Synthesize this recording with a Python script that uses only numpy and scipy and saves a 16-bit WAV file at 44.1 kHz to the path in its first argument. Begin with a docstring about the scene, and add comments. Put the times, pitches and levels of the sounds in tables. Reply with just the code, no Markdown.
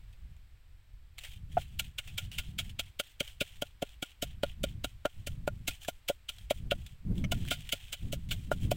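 """A wooden pestle pounds garlic and dried chilies in a wooden mortar, about five strokes a second with one pause.
Each stroke is a short crunch of noisy breaks; where the pestle gets through to the wood, damped modes knock hollowly.
Before that, cloves drop in. Crackling grains rustle as the pestle lifts, and skins snap through narrow resonances.
Once the steadying hand clacks twice on the rim, ringing modes of its own.
Outdoors and dry: one early reflection of the mortar, gusts of filtered noise at the microphone and a faint hiss."""
import sys
import numpy as np
from scipy import signal
from scipy.io import wavfile
from scipy.ndimage import uniform_filter1d

SR = 44100
rng = np.random.default_rng(int(sys.argv[2]) if len(sys.argv) > 2 else 0)


def master(y):
    """Save y as 16-bit WAV."""
    cut = np.clip(np.atleast_2d(y).T, -1, 1)
    pcm = np.round(cut * 32767)  # scale
    wavfile.write(sys.argv[1], SR, pcm.astype(np.int16))


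N = 386316

# strokes into garlic and chilies, each followed by the lift out of them:
# peak t/s, level/dB before the layer trims, fall to 1/e/s, treble shelf/dB before its weighting,
# lift rustle level/dB, lift length/s
STROKES = [(1.797, -28.5, 0.006, -1, -55.5, 0.061), (1.987, -32.5, 0.0083, -6, -59, 0.16),
           (2.182, -31, 0.011, -3.5, -52, 0.058), (2.386, -31, .012, -3.5, -58, 0.11),
           (2.589, -29.5, 0.014, -1.5, -56, 0.083), (2.796, -30.5, 0.0095, -4.5, -60, 0.084),
           (2.999, -29.5, 0.0068, -2.5, -60.5, 0.12), (3.206, -29, 0.0044, -5, -54, 0.11),
           (3.410, -28, 0.011, -6.5, -57.5, 0.16), (3.623, -32.5, 0.0027, -1.5, -58, 0.044),
           (3.825, -36.5, 0.0056, 1, -59.5, 0.099), (4.028, -33.5, 0.0058, -0.5, -57, 0.076),
           (4.225, -31.5, 0.012, 3.5, -58.5, 0.088), (4.436, -33.5, 0.0024, -8, -54.5, 0.065),
           (4.64, -32.5, 0.0051, -2.5, -58.5, 0.065), (4.845, -33, 0.0063, -0.5, -61, 0.055),
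           (5.057, -36.5, 0.0034, -4.5, -68, 0.16), (5.272, -37, 0.0072, 2, -63, 0.058),
           (5.479, -40, 0.002, -1, -74, 0.22), (5.68, -28.5, 0.011, 1.5, -55, 0.073),
           (5.884, -35, 0.011, 7.5, -69, 0.092), (6.087, -29.5, .012, 0, -61, 0.036),
           (6.292, -34, 0.008, -2, -61.5, 0.14), (6.507, -31.5, 0.008, -2, -62.5, 0.087),
           (6.713, -28, 0.01, -14.5, -64, 0.21), (7.32, -30, 0.0078, -3, -53.5, 0.17),
           (7.511, -27, 0.022, -3, -54, 0.26), (7.726, -27, .009, -1, -54.5, 0.17),
           (7.929, -33.5, 0.013, -1, -59.5, 0.15), (8.127, -36, 0.015, 6.5, -65.5, 0.12),
           (8.313, -30, 0.018, -4, -60, 0.15), (8.517, -41.5, .016, 0, -61, 0.11),
           (8.715, -33, 0.0083, 1.5, -59, .06)]
# spectrum of loose pieces and skins, the bowl lifting the band around 3 kHz: f/Hz, relative level/dB
RUSTLE_SPECTRUM = [(200, -25), (700, -11), (1050, -21), (1600, -12), (2300, -5), (3200, 2.5), (3800, -6.5),
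                   (4700, -14), (6200, -13), (8000, -10), (11800, -20.5), (14000, -14)]


def gain_of(db):
    """Decibels to amplitude."""
    return 10 ** (np.asarray(db) / 20)


def evened(x):
    """Scales to rms 1."""
    return x / np.sqrt(np.mean(x ** 2) + 1e-20)


def burst(x, db):
    """Scales a short sound so that its energy, spread over 10 ms, has the level db."""
    spread_rms = np.sqrt(np.sum(x ** 2) / (.01 * SR) + 1e-20)
    return gain_of(db) * x / spread_rms


def read(points, hz):
    """Reads a spectrum on a log-frequency axis."""
    f, value = np.transpose(points)
    return np.interp(np.log(hz + 1), np.log(f + 1), value)


def follow(curve, t):
    """Reads a curve at the times t."""
    return np.interp(t, *np.transpose(curve))


def add(mix, s, sound):
    """Mixes a sound in at time s."""
    part = mix[round(s * SR):][:len(sound)]
    part += sound[:len(part)]


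def coloured(x, points, treble_db=0, size=1024):
    """Minimum-phase filter with the given spectrum, tilted by a treble shelf."""
    hz = abs(np.fft.fftfreq(size, 1 / SR))
    # share of treble_db that applies, below 3.5 kHz and above 6 kHz
    shelf = read([(3500, 0.14), (6000, 0.87)], hz)
    log_gain = np.log(gain_of(read(points, hz) + treble_db * shelf))
    taps = np.fft.ifft(np.exp(np.conj(signal.hilbert(log_gain)))).real
    return signal.fftconvolve(x, taps)[:len(x)]


def fractures(count, per_s, spread_db):
    """A random train of tiny breaks, most small and a few large."""
    chance, size, sign = rng.random((3, count))
    size_db = spread_db * np.minimum(-np.log(1 - size), 4)
    return (chance < per_s / SR) * gain_of(size_db) * np.sign(sign - .5)


def crackle(length, per_s, spread_db, wet_db, count=24):
    """Dry broadband breaks mixed with tiny wet pops, each a few cycles long at its own pitch."""
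    pops = np.zeros(length)
    for hz in np.geomspace(700, 15000, count):
        resonator = signal.iirpeak(hz, 7, fs=SR)
        pops += signal.lfilter(*resonator, fractures(length, per_s / 5, spread_db))
    return evened(fractures(length, per_s, spread_db)) + gain_of(wet_db) * evened(pops)


def swells(rows, t, rise_s, sag_db_per_s, fall_s):
    """Joint amplitude of overlapping swells: each rises, sags as it ages and dies away after its length."""
    power = np.zeros(len(t))
    for s, db, length in rows:
        age = np.maximum(t - s, 0)
        held = np.minimum(age / rise_s, 1) * gain_of(db - sag_db_per_s * age)
        power += (held * np.exp(-np.maximum(age - length, 0) / fall_s)) ** 2
    return np.sqrt(power)


def air():
    """Faint outdoor hiss: steady coloured noise under a slow level curve."""
    # hiss spectrum: f/Hz, relative level/dB
    hiss_spectrum = [(30, 8), (200, 5), (400, 0.5), (1100, 0.5), (2300, 3.5), (3400, 1), (4500, -3),
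                     (6500, -11), (8200, -4.5), (9500, -15.5), (12500, -9.5), (15000, -11)]
    # hiss level: t/s, level/dB
    hiss_level = [(0, -69.5), (.6, -72.5), (1, -73), (2, -70.5), (8.7, -70)]
    hiss = evened(coloured(rng.standard_normal(N), hiss_spectrum))
    return hiss * gain_of(follow(hiss_level, np.arange(N) / SR))


def breeze(size=2048):
    """Eddies at the microphone: a lumpy rumble that reaches higher in stronger gusts."""
    # gusts: t/s, level/dB, length/s
    gust_rows = [(.14, -51, 0.15), (1.3, -45, 0.14), (1.44, -44.5, 0.15), (1.66, -44, 0.19),
                 (2.05, -44, 0.39), (2.45, -39.5, 0.13), (2.62, -44.5, 0.13), (4.18, -44, 0.27),
                 (4.54, -40.5, .24), (5.12, -45, 0.14), (5.26, -42, .36), (6.53, -40, 0.23),
                 (7.02, -30.5, 0.17), (7.24, -36, 0.21), (7.99, -36.5, 0.13), (8.24, -38, .13),
                 (8.43, -36, 0.11), (8.58, -33.5, 0.21)]
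    # light breeze between the gusts: t/s, level/dB
    calm_level = [(0, -50), (.7, -56), (1.2, -51), (3.05, -57), (3.6, -49.5), (4.1, -58), (6.1, -56.5),
                  (6.45, -48.5), (7.8, -50.5)]
    # wind spectrum at a breeze level of -44.5 dB: f/Hz, relative level/dB
    wind_spectrum = [(15, 0), (30, -3), (60, -1), (110, -5.5), (175, -15.5), (260, -29.5), (400, -42),
                     (800, -51), (2000, -63)]
    hz, t, z = signal.stft(rng.standard_normal(N), SR, nperseg=size, noverlap=size * 3 // 4)
    # the negative sag makes a gust grow by 3 dB/s
    gusts = swells(gust_rows, t, rise_s=0.063, sag_db_per_s=-3, fall_s=0.13)
    level_db = 20 * np.log10(np.hypot(gusts, gain_of(follow(calm_level, t))))
    # relative wind speed stretches the spectrum along the frequency axis
    speed = gain_of(0.37 * (level_db + 44.5))
    shape = gain_of(read(wind_spectrum, hz[:, None] / speed))
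    z = z * shape / np.linalg.norm(shape, axis=0)
    rumble = evened(signal.istft(z, SR, nperseg=size, noverlap=size * 3 // 4)[1][:N])
    smooth_noise = uniform_filter1d(rng.standard_normal(N), size=1600)
    eddies = evened(uniform_filter1d(smooth_noise, size=900))
    rumble = evened(rumble * gain_of(2.4 * eddies))
    return rumble * gain_of(np.interp(np.arange(N) / SR, t, level_db))


def rustle():
    """Clumps of moist crackle as the pieces slide back and stick to the pestle, with a finer fizz from dry skins."""
    # loose pieces tumbling or pushed aside between strokes: t/s, level/dB, length/s
    stirs = [(1.17, -54.5, 0.17), (1.49, -60, 0.097), (1.565, -49.5, 0.051), (1.66, -66.5, 0.18),
             (5.8, -47, 0.022), (7.14, -53.5, 0.043), (7.36, -72, 0.066), (7.455, -44.5, 0.023),
             (8.59, -51.5, 0.05)]
    # dry fizz against the moist crackle: t/s, relative level/dB
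    fizz_level = [(1.6, 0), (2.2, -1.5), (3.5, 0), (4.5, -5), (5.2, 3), (6.9, 1.5), (7.6, -2.5), (8.6, 2.5)]
    sag_db_per_s, settle_s = 16.5, 0.03
    t = np.arange(N) / SR
    slow = t[::64]  # a coarse clock is enough for the swells
    lifts = [(s, db, length) for s, _, _, _, db, length in STROKES]
    lifting = swells(lifts, slow, 0.0083, sag_db_per_s, settle_s)
    stirring = swells(stirs, slow, 0.042, sag_db_per_s, settle_s)  # a slower rise than the lifts
    motion = np.interp(t, slow, np.hypot(lifting, stirring))
    clumps = evened(uniform_filter1d(rng.standard_normal(N), size=400))

    moist = evened(crackle(N, per_s=2600, spread_db=5.2, wet_db=8))
    skins = evened(crackle(N, per_s=7000, spread_db=3.6, wet_db=2))
    moist = signal.sosfilt(signal.butter(4, 4500, fs=SR, output="sos"), moist)
    skins = signal.sosfilt(signal.butter(4, 4500, "high", fs=SR, output="sos"), skins)
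    # single seeds and skin flakes tick out of the rustle
    ticks = gain_of(-8.5) * evened(fractures(N, per_s=62, spread_db=2.5))
    fizz = skins * gain_of(follow(fizz_level, t))
    grains = (moist + ticks + fizz) * gain_of(2 * clumps)
    return evened(coloured(grains, RUSTLE_SPECTRUM)) * motion


def clacks():
    """The steadying hand comes back: a rough, hard contact rings the rim briefly."""
    # contacts of the double clack: t/s, level/dB of the ring
    contacts = [(7.241, -40.5), (7.247, -41)]
    # modes of the clack: f/Hz, relative start level/dB, t60/s
    rim_modes = [(610, -5, 0.057), (1324, -16, 0.032), (2210, 2, 0.039), (2940, -7, 0.036),
                 (5373, -21, 0.035), (5940, -9, 0.015)]
    out, t = np.zeros(N), np.arange(SR // 20) / SR
    ring = sum(gain_of(db - 60 * t / t60) * np.sin(2 * np.pi * hz * t) for hz, db, t60 in rim_modes)
    for s, db in contacts:
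        scrape = rng.standard_normal(len(t)) * np.exp(-t / .003)
        tick = coloured(scrape, RUSTLE_SPECTRUM, treble_db=-12)
        add(out, s, burst(ring, db) + burst(tick, db - 10))
    return out


def snaps():
    """Small clusters of breaks with a sudden start, each ringing a pocket of air in the mash."""
    # cloves landing, skins snapping, wet pieces squelching:
    # t/s, level/dB before the layer trims, fall to 1/e/s, resonance f/Hz
    snap_rows = [(0.128, -64.5, .008, 2560), (.366, -72, .001, 7040), (1.182, -45.5, 0.0061, 2390),
                 (1.189, -46, 0.0011, 3700), (1.236, -47.5, 0.0098, 2860), (1.247, -43.5, 0.015, 2230),
                 (2.075, -46.5, 0.016, 2600), (2.315, -41.5, 0.052, 2950), (2.694, -50, 0.011, 3000),
                 (3.277, -47.5, 0.0051, 2970), (4.633, -43.5, 0.0032, 7200), (5.707, -43.5, 0.017, 2550),
                 (5.848, -46.5, 0.0067, 1710), (6.384, -54.5, 0.003, 3200), (6.864, -49.5, 0.006, 3530),
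                 (7.451, -51, 0.002, 1620), (7.478, -48, .002, 2530), (7.485, -43.5, 0.0017, 2850),
                 (7.691, -40.5, 0.0054, 2880), (8.289, -51.5, 0.013, 3400)]
    out, t = np.zeros(N), np.arange(SR // 10) / SR
    for s, db, fall, hz in snap_rows:
        breaks = crackle(len(t), per_s=6500, spread_db=2.5, wet_db=-10) * np.exp(-t / fall)
        pocket = signal.lfilter(*signal.iirpeak(hz, 14, fs=SR), breaks)
        snap = coloured(breaks, RUSTLE_SPECTRUM, treble_db=1.5)
        add(out, s, burst(snap, db - 3) + burst(pocket, db - 7.0))
    return out


def wood_modes(pitch=1, count=5000):
    """The choked ring of each mode, one a row; contact retunes all but the highest."""
    # modes of mortar and pestle: f/Hz before retuning, relative level/dB, t60/s before the choke
    modes = [(268.5, 1.5, 0.017), (459, -7.5, 0.032), (580.7, 4.5, 0.027), (693, 0.5, 0.036),
             (804, -2, 0.02), (995, -1.5, 0.006), (1420, 8.5, 0.037)]
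    hz, db, t60 = np.transpose(modes)
    hz = np.append(hz[:-1] * pitch, hz[-1])
    sense = [1, 1, 1, -1, 1, -1, 1]  # two of the modes swing the opposite way
    t = np.arange(count) / SR
    held = np.exp(-(t / 0.045) ** 2)  # the pestle stays pressed down and chokes the ring
    rows = []
    for f, level, ring_s, sign in zip(hz, db, t60, sense):
        ring = np.sin(2 * np.pi * f * t) * gain_of(-60 * t / ring_s) * held
        rows.append(sign * burst(ring, level))
    return np.array(rows)


def knocks():
    """A brief push on the wood with a dry crack; the landing place decides which modes ring."""
    # pestle reaching the wood; mash under it gives a thud, a bare contact is hard and rings high:
    # t/s, level/dB before mode weights, thud/dB, wall mode/dB, hardness/dB, pitch factor
    # (the three weights are relative to the third mode)
    contacts = [(1.5694, -33, -37, 6, -21, 1.084), (1.574, -32, -40, 1.5, -16.5, 1.15),
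                (2.7939, -53.5, 1, 4, -2.5, 0.98), (2.9984, -42, -11, -3.5, -6, 1.005),
                (3.208, -43.5, 3, 4, -40, 0.88), (3.414, -42.5, 6, 6, -13, 0.896),
                (3.623, -38, -7, -7.5, -18, 1.034), (3.8215, -42, -30, -2, -22, 1.06),
                (3.8265, -47.5, 10.5, 15, -30, 0.92), (4.027, -57.5, 16, 11.5, 4, 1.11),
                (4.2278, -43.5, 4, 5, -21, .995), (4.4346, -31, -10, -5.5, -13.5, 0.99),
                (4.639, -37, 0.5, 3.5, -14, 0.92), (4.8453, -42, 0.5, -4, -8.5, 1.09),
                (5.0519, -37.5, -13.5, 6.5, -7, 1.06), (5.0557, -30, -35, -21, -11, 1.1),
                (5.2721, -49.5, -1, -7, -36, 0.983), (5.4769, -31.5, -20, -35, -13, 1.05),
                (5.683, -48.5, 3.5, -4.5, -31, 1.13), (5.8855, -36, -12, -11, -21, 1.11),
                (6.0941, -40.5, -23, 4.5, -20, 0.96), (6.1, -31, -40, -7.5, -23, 1.005),
                (6.5085, -36.5, -2.5, 12, -28, 0.91), (6.7182, -30.5, -22, -0.5, -15, 0.99),
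                (7.323, -39, -28, -22, -13.5, 1.16), (7.5148, -42.5, 0, 2, -4.5, 1.035),
                (7.7326, -46.5, 0, 2.5, -34, 0.96), (8.1311, -42.5, -2, 2, -22, 0.95),
                (8.5158, -30, -38, -19, -9, 1.08), (8.717, -29.5, -34, -9, -39, 1.074)]
    # woody crack spectrum: f/Hz, relative level/dB
    crack_spectrum = [(200, -22), (500, 8.5), (1000, -7), (2000, -3.5), (2900, -7.5), (4000, -32.5),
                      (9000, -33)]
    out, t = np.zeros(N), np.arange(-SR // 100, SR // 50) / SR
    push = np.exp(-(t / .00008) ** 2)
    for s, db, thud_db, wall_db, hard_db, pitch in contacts:
        rim_db = hard_db - 1  # the rim modes follow the hardness, just under the high ring
        weights = gain_of([thud_db, thud_db, 0, wall_db, rim_db, rim_db, hard_db])
        # the mash yields in small slips around the moment of contact
        slips = rng.standard_normal(len(t)) * np.exp(-abs(t) / 0.00209)
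        force = push / push.sum() + 0.058 * slips / np.linalg.norm(slips)
        ring = signal.fftconvolve(force, weights @ wood_modes(pitch))
        add(out, s + t[0], gain_of(db) * ring)
        # many heavily damped modes blur into a short woody crack
        fading_noise = rng.standard_normal(len(t)) * np.exp(-(t - t[0]) / 0.009)
        crack = coloured(fading_noise, crack_spectrum)
        add(out, s, burst(crack, db - 20) * np.linalg.norm(weights))
    return out


def crushes():
    """Breaks thicken as the pestle sinks in and thin out as it stops; they also shake the wood."""
    # crunch spectrum, the hollow of the bowl lifting the band around 3 kHz: f/Hz, relative level/dB
    crunch_spectrum = [(150, -36.5), (1050, -38.5), (1600, -16.5), (1950, -17.5), (2200, -2), (2600, -3),
                       (3100, 3), (4200, -10), (5500, -14.5), (7800, -9.5), (9200, -16), (10800, -14),
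                       (12000, -24), (13700, -12.5)]
    rise_s = 0.004  # the pestle sinks in alike on every stroke
    out, t = np.zeros(N), np.arange(-SR // 20, SR // 10) / SR
    wood = wood_modes().sum(0)
    for s, db, fall, treble_db, _, _ in STROKES:
        pressure = np.exp(-np.where(t < 0, -t / rise_s, t / fall) ** 1.47)
        pressure = pressure + 0.39 * np.exp(-abs(t) / 0.00073)  # a clove gives way at the peak
        breaks = crackle(len(t), per_s=11000, spread_db=2.5, wet_db=5) * pressure
        shaken = signal.fftconvolve(breaks, wood)[:len(t)]
        crunch = coloured(breaks, crunch_spectrum, treble_db)
        add(out, s + t[0], burst(crunch, db - 0.5) + burst(shaken, db - 16.0))
    return out


def reflected(x, echo_db):
    """One near surface returns a single weaker copy 7.03 ms later."""
    return x + gain_of(echo_db) * np.pad(x, (round(.00703 * SR), 0))[:N]


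def scene():
    """The mortar with its reflection, in the open air."""
    mortar = crushes() + knocks() + snaps() + rustle() + clacks()
    return (reflected(mortar, echo_db=-11.0) + breeze() + air())[None]


def record(dry):
    """Limits the band with a linear-phase low-pass at 16 kHz."""
    taps = signal.firwin(401, 16000, window=("kaiser", 8), fs=SR)
    return signal.oaconvolve(dry, taps[None], "same")


dry = scene()
out = record(dry)
master(out)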